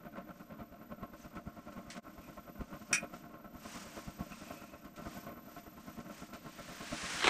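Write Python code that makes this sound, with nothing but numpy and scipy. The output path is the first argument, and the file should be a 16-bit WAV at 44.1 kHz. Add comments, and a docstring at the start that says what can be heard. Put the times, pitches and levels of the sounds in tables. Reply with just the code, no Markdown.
"""Gas heater in an ice tent

Inside a small insulated tent on the ice, a gas heater burns: noise puffs about nine times a second through
burner resonances, with low thumps and a droning housing, and two close sine tones make the jet's thin whistle.
A seated angler's jacket rustles and squeaks as shaped noise; the tackle ticks and gives one sharp click, which
the tent answers. At the end a quick movement swells into a loud, crackling rustle. The sound is mono."""
import sys
import numpy as np
from scipy import signal
from scipy.fft import rfft, irfft, next_fast_len
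from scipy.io import wavfile
from scipy.ndimage import map_coordinates

SR = 44100
rng = np.random.default_rng(int(sys.argv[2]) if len(sys.argv) > 2 else 0)


def transcribe(u):
    """Save the signal u as a 16-bit wav file named by the first command-line argument.

    u: samples, shape (n,) or (channels, n), limited to [-1, 1]; the rate is SR.
    q: integer samples, one column per channel.
    """
    v = np.clip(np.atleast_2d(u).T, -1, 1)
    q = np.round(v * 32767).astype(np.int16)
    wavfile.write(sys.argv[1], SR, q)


N = 321577


def amp(db):
    """Logarithmic level: decibels become an amplitude gain."""
    return 10 ** (np.asarray(db) / 20)


def unit(x):
    """Normalisation: scale to an rms of 1."""
    return x / np.sqrt(np.mean(x ** 2) + 1e-20)


def clock():
    """Sampling: the time of every sample in seconds."""
    return np.arange(N) / SR


def along(points, hz):
    """Logarithmic frequency axis: interpolate (frequency, value) points along it."""
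    f, v = np.transpose(points)
    return np.interp(np.log(hz + 1), np.log(f + 1), v)


def curve(rows):
    """Linear interpolation: (time, value) rows joined by straight lines."""
    return np.interp(clock(), *np.transpose(rows))


def wobble(rate):
    """Slow random modulation: a smooth curve through `rate` random knots a second."""
    knots = rng.standard_normal(int(N * rate / SR) + 4)
    return map_coordinates(knots, [clock() * rate])


def filtered(x, response):
    """Linear filtering: multiply the spectrum of x by a response of frequency."""
    m = next_fast_len(N + SR // 2)
    hz = np.fft.rfftfreq(m, 1 / SR)
    return irfft(rfft(x, m) * response(hz), m)[..., :N]


def noise(spectrum):
    """Spectral shaping: white noise coloured by a level curve, at an rms of 1."""
    white = rng.standard_normal(N)
    return unit(filtered(white, lambda hz: amp(along(spectrum, hz))))


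def body(modes, spectrum, size=8192):
    """Minimum-phase resonator: modes on a broad spectrum give a causal impulse response of energy 1."""
    hz = np.fft.rfftfreq(size, 1 / SR)
    peaks = sum(amp(db) ** 2 / (1 + ((hz - centre) / width) ** 2 * 2) ** 2 for centre, width, db in modes)
    power = peaks + amp(along(spectrum, hz)) ** 2
    # folding the cepstrum onto positive times makes the response causal
    cepstrum = irfft(np.log(power) / 2)
    cepstrum[1:size // 2] *= 2
    cepstrum[size // 2 + 1:] = 0
    response = irfft(np.exp(rfft(cepstrum)))
    return response / np.linalg.norm(response)


def bursts(rows, attack):
    """Exponential decay: (start, level, t60) blows rise fast and die away by 60 dB in t60."""
    envelope = np.zeros(N)
    for start, db, t60 in rows:
        age = np.maximum(clock() - start, 0)
        envelope += amp(db - 60 * age / t60) * (1 - np.exp(-age / attack))
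    return envelope


def swells(times, levels_db, rise, fall, roundness=1.65):
    """Amplitude envelope: rounded peaks, with rise and fall to 1/e (s) shared or one per peak."""
    out = np.zeros(N + 2 * SR)  # half a second of margin stands before time zero
    t = np.arange(-SR // 2, SR // 2) / SR
    for s, db, up, down in np.broadcast(times, levels_db, rise, fall):
        peak = amp(db) * np.exp(-np.maximum(-t / up, t / down) ** roundness)
        out[max(round(s * SR), 0):][:len(t)] += peak
    return out[SR // 2:][:N]


# mean level of the gas jet: time_s, level_db
JET_LEVEL = [(0, -71), (1.2, -73.5), (3.5, -69.5), (3.8, -67), (4.6, -66), (4.83, -74.5), (5.1, -66),
             (7.29, -70.5)]
# two close tones of the jet: pitch_hz, relative level_db
JET_TONES = [(11984, -1.5), (12017, 3)]


def jet(drift_hz=2.18, waver_db=2.5):
    """Beating: two close tones of the gas jet interfere while they drift and waver in level."""
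    tones = np.zeros(N)
    for pitch_hz, db in JET_TONES:
        phase = 2 * np.pi * np.cumsum(pitch_hz + drift_hz * wobble(6.8)) / SR
        tones += amp(db) * np.sin(phase)
    return amp(curve(JET_LEVEL) + waver_db * wobble(12)) * unit(tones)


# faint singing of the sliding cloth: peak_s, length_s (rise and fall alike), pitch_hz, level_db
CLOTH_SQUEAKS = [(1.222, 0.015, 6150, -65), (2.252, 0.023, 2500, -62.5), (4.327, 0.011, 2600, -52),
                 (4.564, .2, 2550, -64)]
SQUEAK_WIDTH = 0.052  # half width of the band at half amplitude, as a share of the pitch


def squeaks():
    """Friction noise: narrow bands swell and fade as the cloth slides."""
    out = np.zeros(N)
    for s, length, pitch, db in CLOTH_SQUEAKS:
        white = rng.standard_normal(N)
        band = unit(filtered(white, lambda hz: 1 / (1 + ((hz / pitch - 1) / SQUEAK_WIDTH) ** 2)))
        out += swells([s], [db], rise=length, fall=length) * band
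    return out


# sleeve strokes, before the common slide gain: peak_s, length_s, level_db
SLEEVE_STROKES = [(0.395, 0.067, -76.5), (1.213, .08, -69), (1.8, 0.51, -77.5), (2.304, 0.2, -72.5),
                  (2.844, 0.32, -70.5), (3.17, 0.05, -72), (3.733, 0.14, -55), (3.97, .17, -60),
                  (4.42, 0.31, -61.5), (5.136, 0.16, -61.5), (5.557, 0.15, -67.5), (5.9, 0.17, -67),
                  (6.193, .12, -60.5)]
STROKE_RISE, STROKE_FALL = 0.75, 0.87  # shares of a stroke's length
REST_DB = -80  # the cloth of a person sitting still, before the slide gain


def sleeves():
    """Sliding friction: each stroke gathers speed and slows, over a faint rest level."""
    s, length, db = np.transpose(SLEEVE_STROKES)
    strokes = swells(s, db, rise=STROKE_RISE * length, fall=STROKE_FALL * length, roundness=1.9)
    return amp(REST_DB) + strokes


# spectrum of sliding cloth: frequency_hz, relative level_db per Hz
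CLOTH_SPECTRUM = [(200, -25), (900, 7.5), (1800, 5), (2600, 5), (4000, -0.5), (5600, 3), (8300, -1),
                  (9800, -8), (11500, -20), (15000, -46)]
# mean level of the fast rubbing: time_s, level_db
RUB_LEVEL = [(6.3, -76), (6.45, -61), (6.6, -56), (6.8, -51.5), (7.0, -44), (7.13, -41), (7.2, -40),
             (7.29, -48)]
# spectrum of the fast rubbing: frequency_hz, relative level_db per Hz
RUB_SPECTRUM = [(60, -18), (250, -3), (600, -7), (1500, 2), (2600, -1), (4200, -5), (6000, -5),
                (8500, -9.5), (10000, -16.5), (12000, -29), (15500, -40)]
# folds of cloth snapping: start_s, level_db, t60_s
FOLD_SNAPS = [(7.206, -28, 0.029), (7.222, -34, 0.42), (7.242, -25, 0.052), (7.256, -30.5, 0.12),
              (7.2708, -18.5, 0.019), (7.278, -20.5, 0.047)]
# spectrum of a snapping fold: frequency_hz, relative level_db per Hz
FOLD_SPECTRUM = [(40, -17), (180, -9.5), (370, 4), (600, -4.5), (1100, 1.5), (2500, 0), (4000, -3.5),
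                 (4700, -14.5), (8000, -17), (11000, -34), (15500, -55)]


def jacket(slide_db=3.0, grain_db=1.06):
    """Friction and impulsive release: cloth slides softly, then rubs ever louder until folds snap."""
    grain = amp(slide_db + grain_db * wobble(120))
    slide = sleeves() * grain * noise(CLOTH_SPECTRUM)
    rub = amp(curve(RUB_LEVEL) + 0.57 * wobble(150)) * noise(RUB_SPECTRUM)
    snaps = bursts(FOLD_SNAPS, attack=0.0005) * noise(FOLD_SPECTRUM)
    return slide + rub + snaps


# decay of the tent's answer: frequency_hz, t60_s
TENT_DECAY = [(300, 0.12), (1400, 0.17), (2600, 0.18), (3600, 0.14), (6000, 0.098), (12000, 0.13)]


def tent():
    """Reverberation: the tent walls answer with short, dense noise, each band decaying at its own rate."""
    hz, t, z = signal.stft(rng.standard_normal(SR // 2), SR, nperseg=128)
    decay = amp(-60 * t / along(TENT_DECAY, hz)[:, None])
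    tail = signal.istft(z * decay, SR, nperseg=128)[1]
    return tail / np.linalg.norm(tail)  # energy 1


# light ticks of the tackle: start_s, level_db, t60_s
TACKLE_TICKS = [(1.352, -61, 0.16), (1.7226, -60.5, 0.13), (1.9007, -45.5, 0.22), (1.966, -58, 0.14),
                (2.2758, -67, 0.1), (2.6051, -62, .12), (3.136, -62, 0.5), (4.8485, -60.5, .12),
                (4.9602, -56.5, 0.25), (5.586, -58, 0.073), (6.0014, -57, 0.09), (6.3341, -53, 0.24)]
# spectrum of a tick: frequency_hz, relative level_db per Hz
TICK_SPECTRUM = [(300, -25), (1200, -7), (2000, 11.5), (3400, 4), (5000, 4), (8000, 0.5), (10000, -9.5),
                 (15000, -39)]
# the catch slips, then strikes: start_s, level_db, t60_s
CATCH_BLOWS = [(2.9272, -34, 0.03), (2.929, -18, 0.031)]
# resonances of the clicking part: centre_hz, width_hz, relative level_db
CATCH_MODES = [(1400, 130, -7.5), (1790, 200, -20), (2120, 120, -6), (2485, 260, 5), (5260, 120, 0.5),
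               (5640, 280, 2), (5980, 140, -1), (8260, 900, -15), (9500, 86, -11)]
# broad spectrum under those resonances: frequency_hz, relative level_db per Hz
CATCH_SPECTRUM = [(300, -38), (1000, -21), (1500, -8.5), (3500, -17.5), (6500, -10), (9500, -15.5),
                  (10500, -24), (12500, -35), (15500, -36)]


def tackle(echo_db=1):
    """Impact excitation: light ticks, and one hard catch that rings its modes and the tent."""
    ticks = bursts(TACKLE_TICKS, attack=0.00033) * noise(TICK_SPECTRUM)
    blow = bursts(CATCH_BLOWS, attack=0.00046) * rng.standard_normal(N)
    click = signal.fftconvolve(blow, body(CATCH_MODES, CATCH_SPECTRUM))[:N]
    delayed_tent = np.pad(tent(), (round(0.0076 * SR), 0))  # 7.6 ms before the walls answer
    echo = signal.fftconvolve(click, delayed_tent)[:N]
    return ticks + click + amp(echo_db) * echo


# how fast the flame flutters: time_s, rate in puffs per s
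FLUTTER_RATE = [(0.0, 8.1), (0.68, 9.63), (0.81, 11.2), (1.04, 8.42), (2.02, 10.57), (2.14, 8.32),
                (2.33, 11.3), (2.56, 8.16), (2.79, 9.34), (3.67, 9.75), (4.29, 8.47), (4.5, 11.17),
                (4.65, 7.91), (5.02, 9.83), (5.65, 9.89), (6.57, 7.64), (6.7, 9.27), (7.29, 8.79)]
# strength of the flutter, with short lulls: time_s, relative level_db
FLUTTER_VIGOUR = [(0, -2), (0.4, 0.5), (0.75, -3), (1.2, -1), (2.3, -0.5), (3.25, -2.5), (3.8, 1), (4.3, 2),
                  (4.55, 0), (5.2, 2), (5.5, -3.5), (5.75, -2), (6.0, 0.5), (7.29, 2.5)]
# hard flares, before the common gains in flame(): peak_s, roar_db, thump_db
HARD_FLARES = [(0.183, -44, -65), (0.606, -49.5, -48), (0.917, -47.5, -52), (1.035, -46, -48),
               (1.372, -44.5, -55), (1.475, -51, -45.5), (1.779, -49, -47.5), (1.97, -46, -61),
               (2.612, -46.5, -39.5), (2.735, -46.5, -45), (2.922, -45.5, -59), (3.039, -45, -53.5),
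               (3.979, -45, -57), (4.083, -49, -47), (4.209, -47.5, -42.5), (4.996, -47.5, -50),
               (5.069, -46, -47), (5.285, -46, -59), (5.993, -48, -50), (6.702, -49, -49.5),
               (6.928, -43, -45)]
# an ordinary puff before those gains and its vigour: mean and scatter of the roar, then of the thump
ROAR_DB, ROAR_SCATTER_DB = -49.5, 1.26
PUSH_DB, PUSH_SCATTER_DB = -58, 2
PUSH_GROWS = 1.3  # thump dB per dB of vigour
LENGTH_SCATTER = 0.15  # spread of puff length (log ratio)


def puffs():
    """Flame flicker: one puff per cycle (s, roar dB, thump dB, relative length); a flare replaces the nearest."""
    cycles = np.cumsum(curve(FLUTTER_RATE)) / SR
    s = np.interp(np.arange(.5, cycles[-1]), cycles, clock())
    vigour_db = np.interp(s, *np.transpose(FLUTTER_VIGOUR))
    roar, push, length = rng.standard_normal(size=(len(s), 3)).T
    roar_db = ROAR_DB + vigour_db + ROAR_SCATTER_DB * roar
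    push_db = PUSH_DB + PUSH_GROWS * vigour_db + PUSH_SCATTER_DB * push
    rows = np.column_stack([s, roar_db, push_db])
    for flare in HARD_FLARES:
        rows[np.argmin(abs(s - flare[0]))] = flare
    return *rows.T, np.exp(LENGTH_SCATTER * length)


# burner and housing resonances: centre_hz, width_hz, relative level_db
BURNER_MODES = [(171, 58, -3.5), (224.4, 52, 0), (309.3, 35.4, -2.5), (416, 44, -10), (585.2, 69, -4.5),
                (692.2, 28.4, -2), (908, 70, -16.5), (1069.6, 51, -5.5), (1223, 21, -9.5), (1342, 72, -7.5),
                (1501, 67, -11)]
# broad flame noise: frequency_hz, relative level_db per Hz
FLAME_SPECTRUM = [(30, -34), (150, -29.5), (800, -18), (1500, -31), (1900, -22), (2500, -26.5),
                  (3500, -36.5), (6000, -46), (10000, -49), (16000, -86)]
# droning resonances of the housing: centre_hz, width_hz, relative level_db
HOUSING_MODES = [(220, 66, -1), (304.6, 25, -2), (583, 120, -13)]
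# broad spectrum of the drone: frequency_hz, relative level_db per Hz
DRONE_SPECTRUM = [(30, -15), (300, -28), (2000, -64), (8000, -92)]
# spectrum of the low thump: frequency_hz, relative level_db per Hz
THUMP_SPECTRUM = [(15, -18), (35, 0.5), (65, 3), (120, -7), (220, 1), (400, -20), (900, -50), (3000, -88)]


def flame(puff_db=2.5, thump_db=2.5, steady_db=-66, drone_db=-60, lead=0.0025, lump_db=2.5,
          forerun=0.054, forerun_db=-10):
    """Combustion noise: puffs of turbulence excite the burner and push out low thumps as the housing drones."""
    s, roar_db, push_db, length = puffs()
    flare = swells(s - lead, roar_db + puff_db, rise=0.016 * length, fall=0.028 * length)
    # a weak lick ahead of each puff
    lick_db = roar_db + forerun_db + 3 * rng.standard_normal(len(s))
    kindling = swells(s - forerun, lick_db, rise=0.0071, fall=0.033)
    lumps = unit(amp(lump_db * wobble(170)))  # the gas burns in uneven pockets
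    strength = np.hypot(flare + kindling, amp(steady_db))
    turbulence = lumps * strength * rng.standard_normal(N)
    roar = signal.fftconvolve(turbulence, body(BURNER_MODES, FLAME_SPECTRUM))[:N]
    pushes = swells(s, push_db + thump_db, rise=.011, fall=0.012)
    thump = (pushes + amp(-71.5)) * noise(THUMP_SPECTRUM)  # over a steady low rumble
    drone = signal.fftconvolve(rng.standard_normal(N), body(HOUSING_MODES, DRONE_SPECTRUM))[:N]
    return roar + thump + amp(drone_db) * drone


def scene():
    """Superposition: heater, jacket and tackle add, alike in both channels."""
    mono = jet() + squeaks() + jacket() + tackle() + flame()
    return np.array([mono, mono])


TOP_HZ = 15750  # band limit


def record(dry):
    """Gain and band limiting: the level dips briefly once, and nothing is kept above the limit."""
    dip = amp(-21 * np.exp(-((clock() - 2.013) / .016) ** 2))  # 21 dB deep
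    return filtered(dry * dip, lambda hz: hz < TOP_HZ)


dry = scene()
out = record(dry)
transcribe(out)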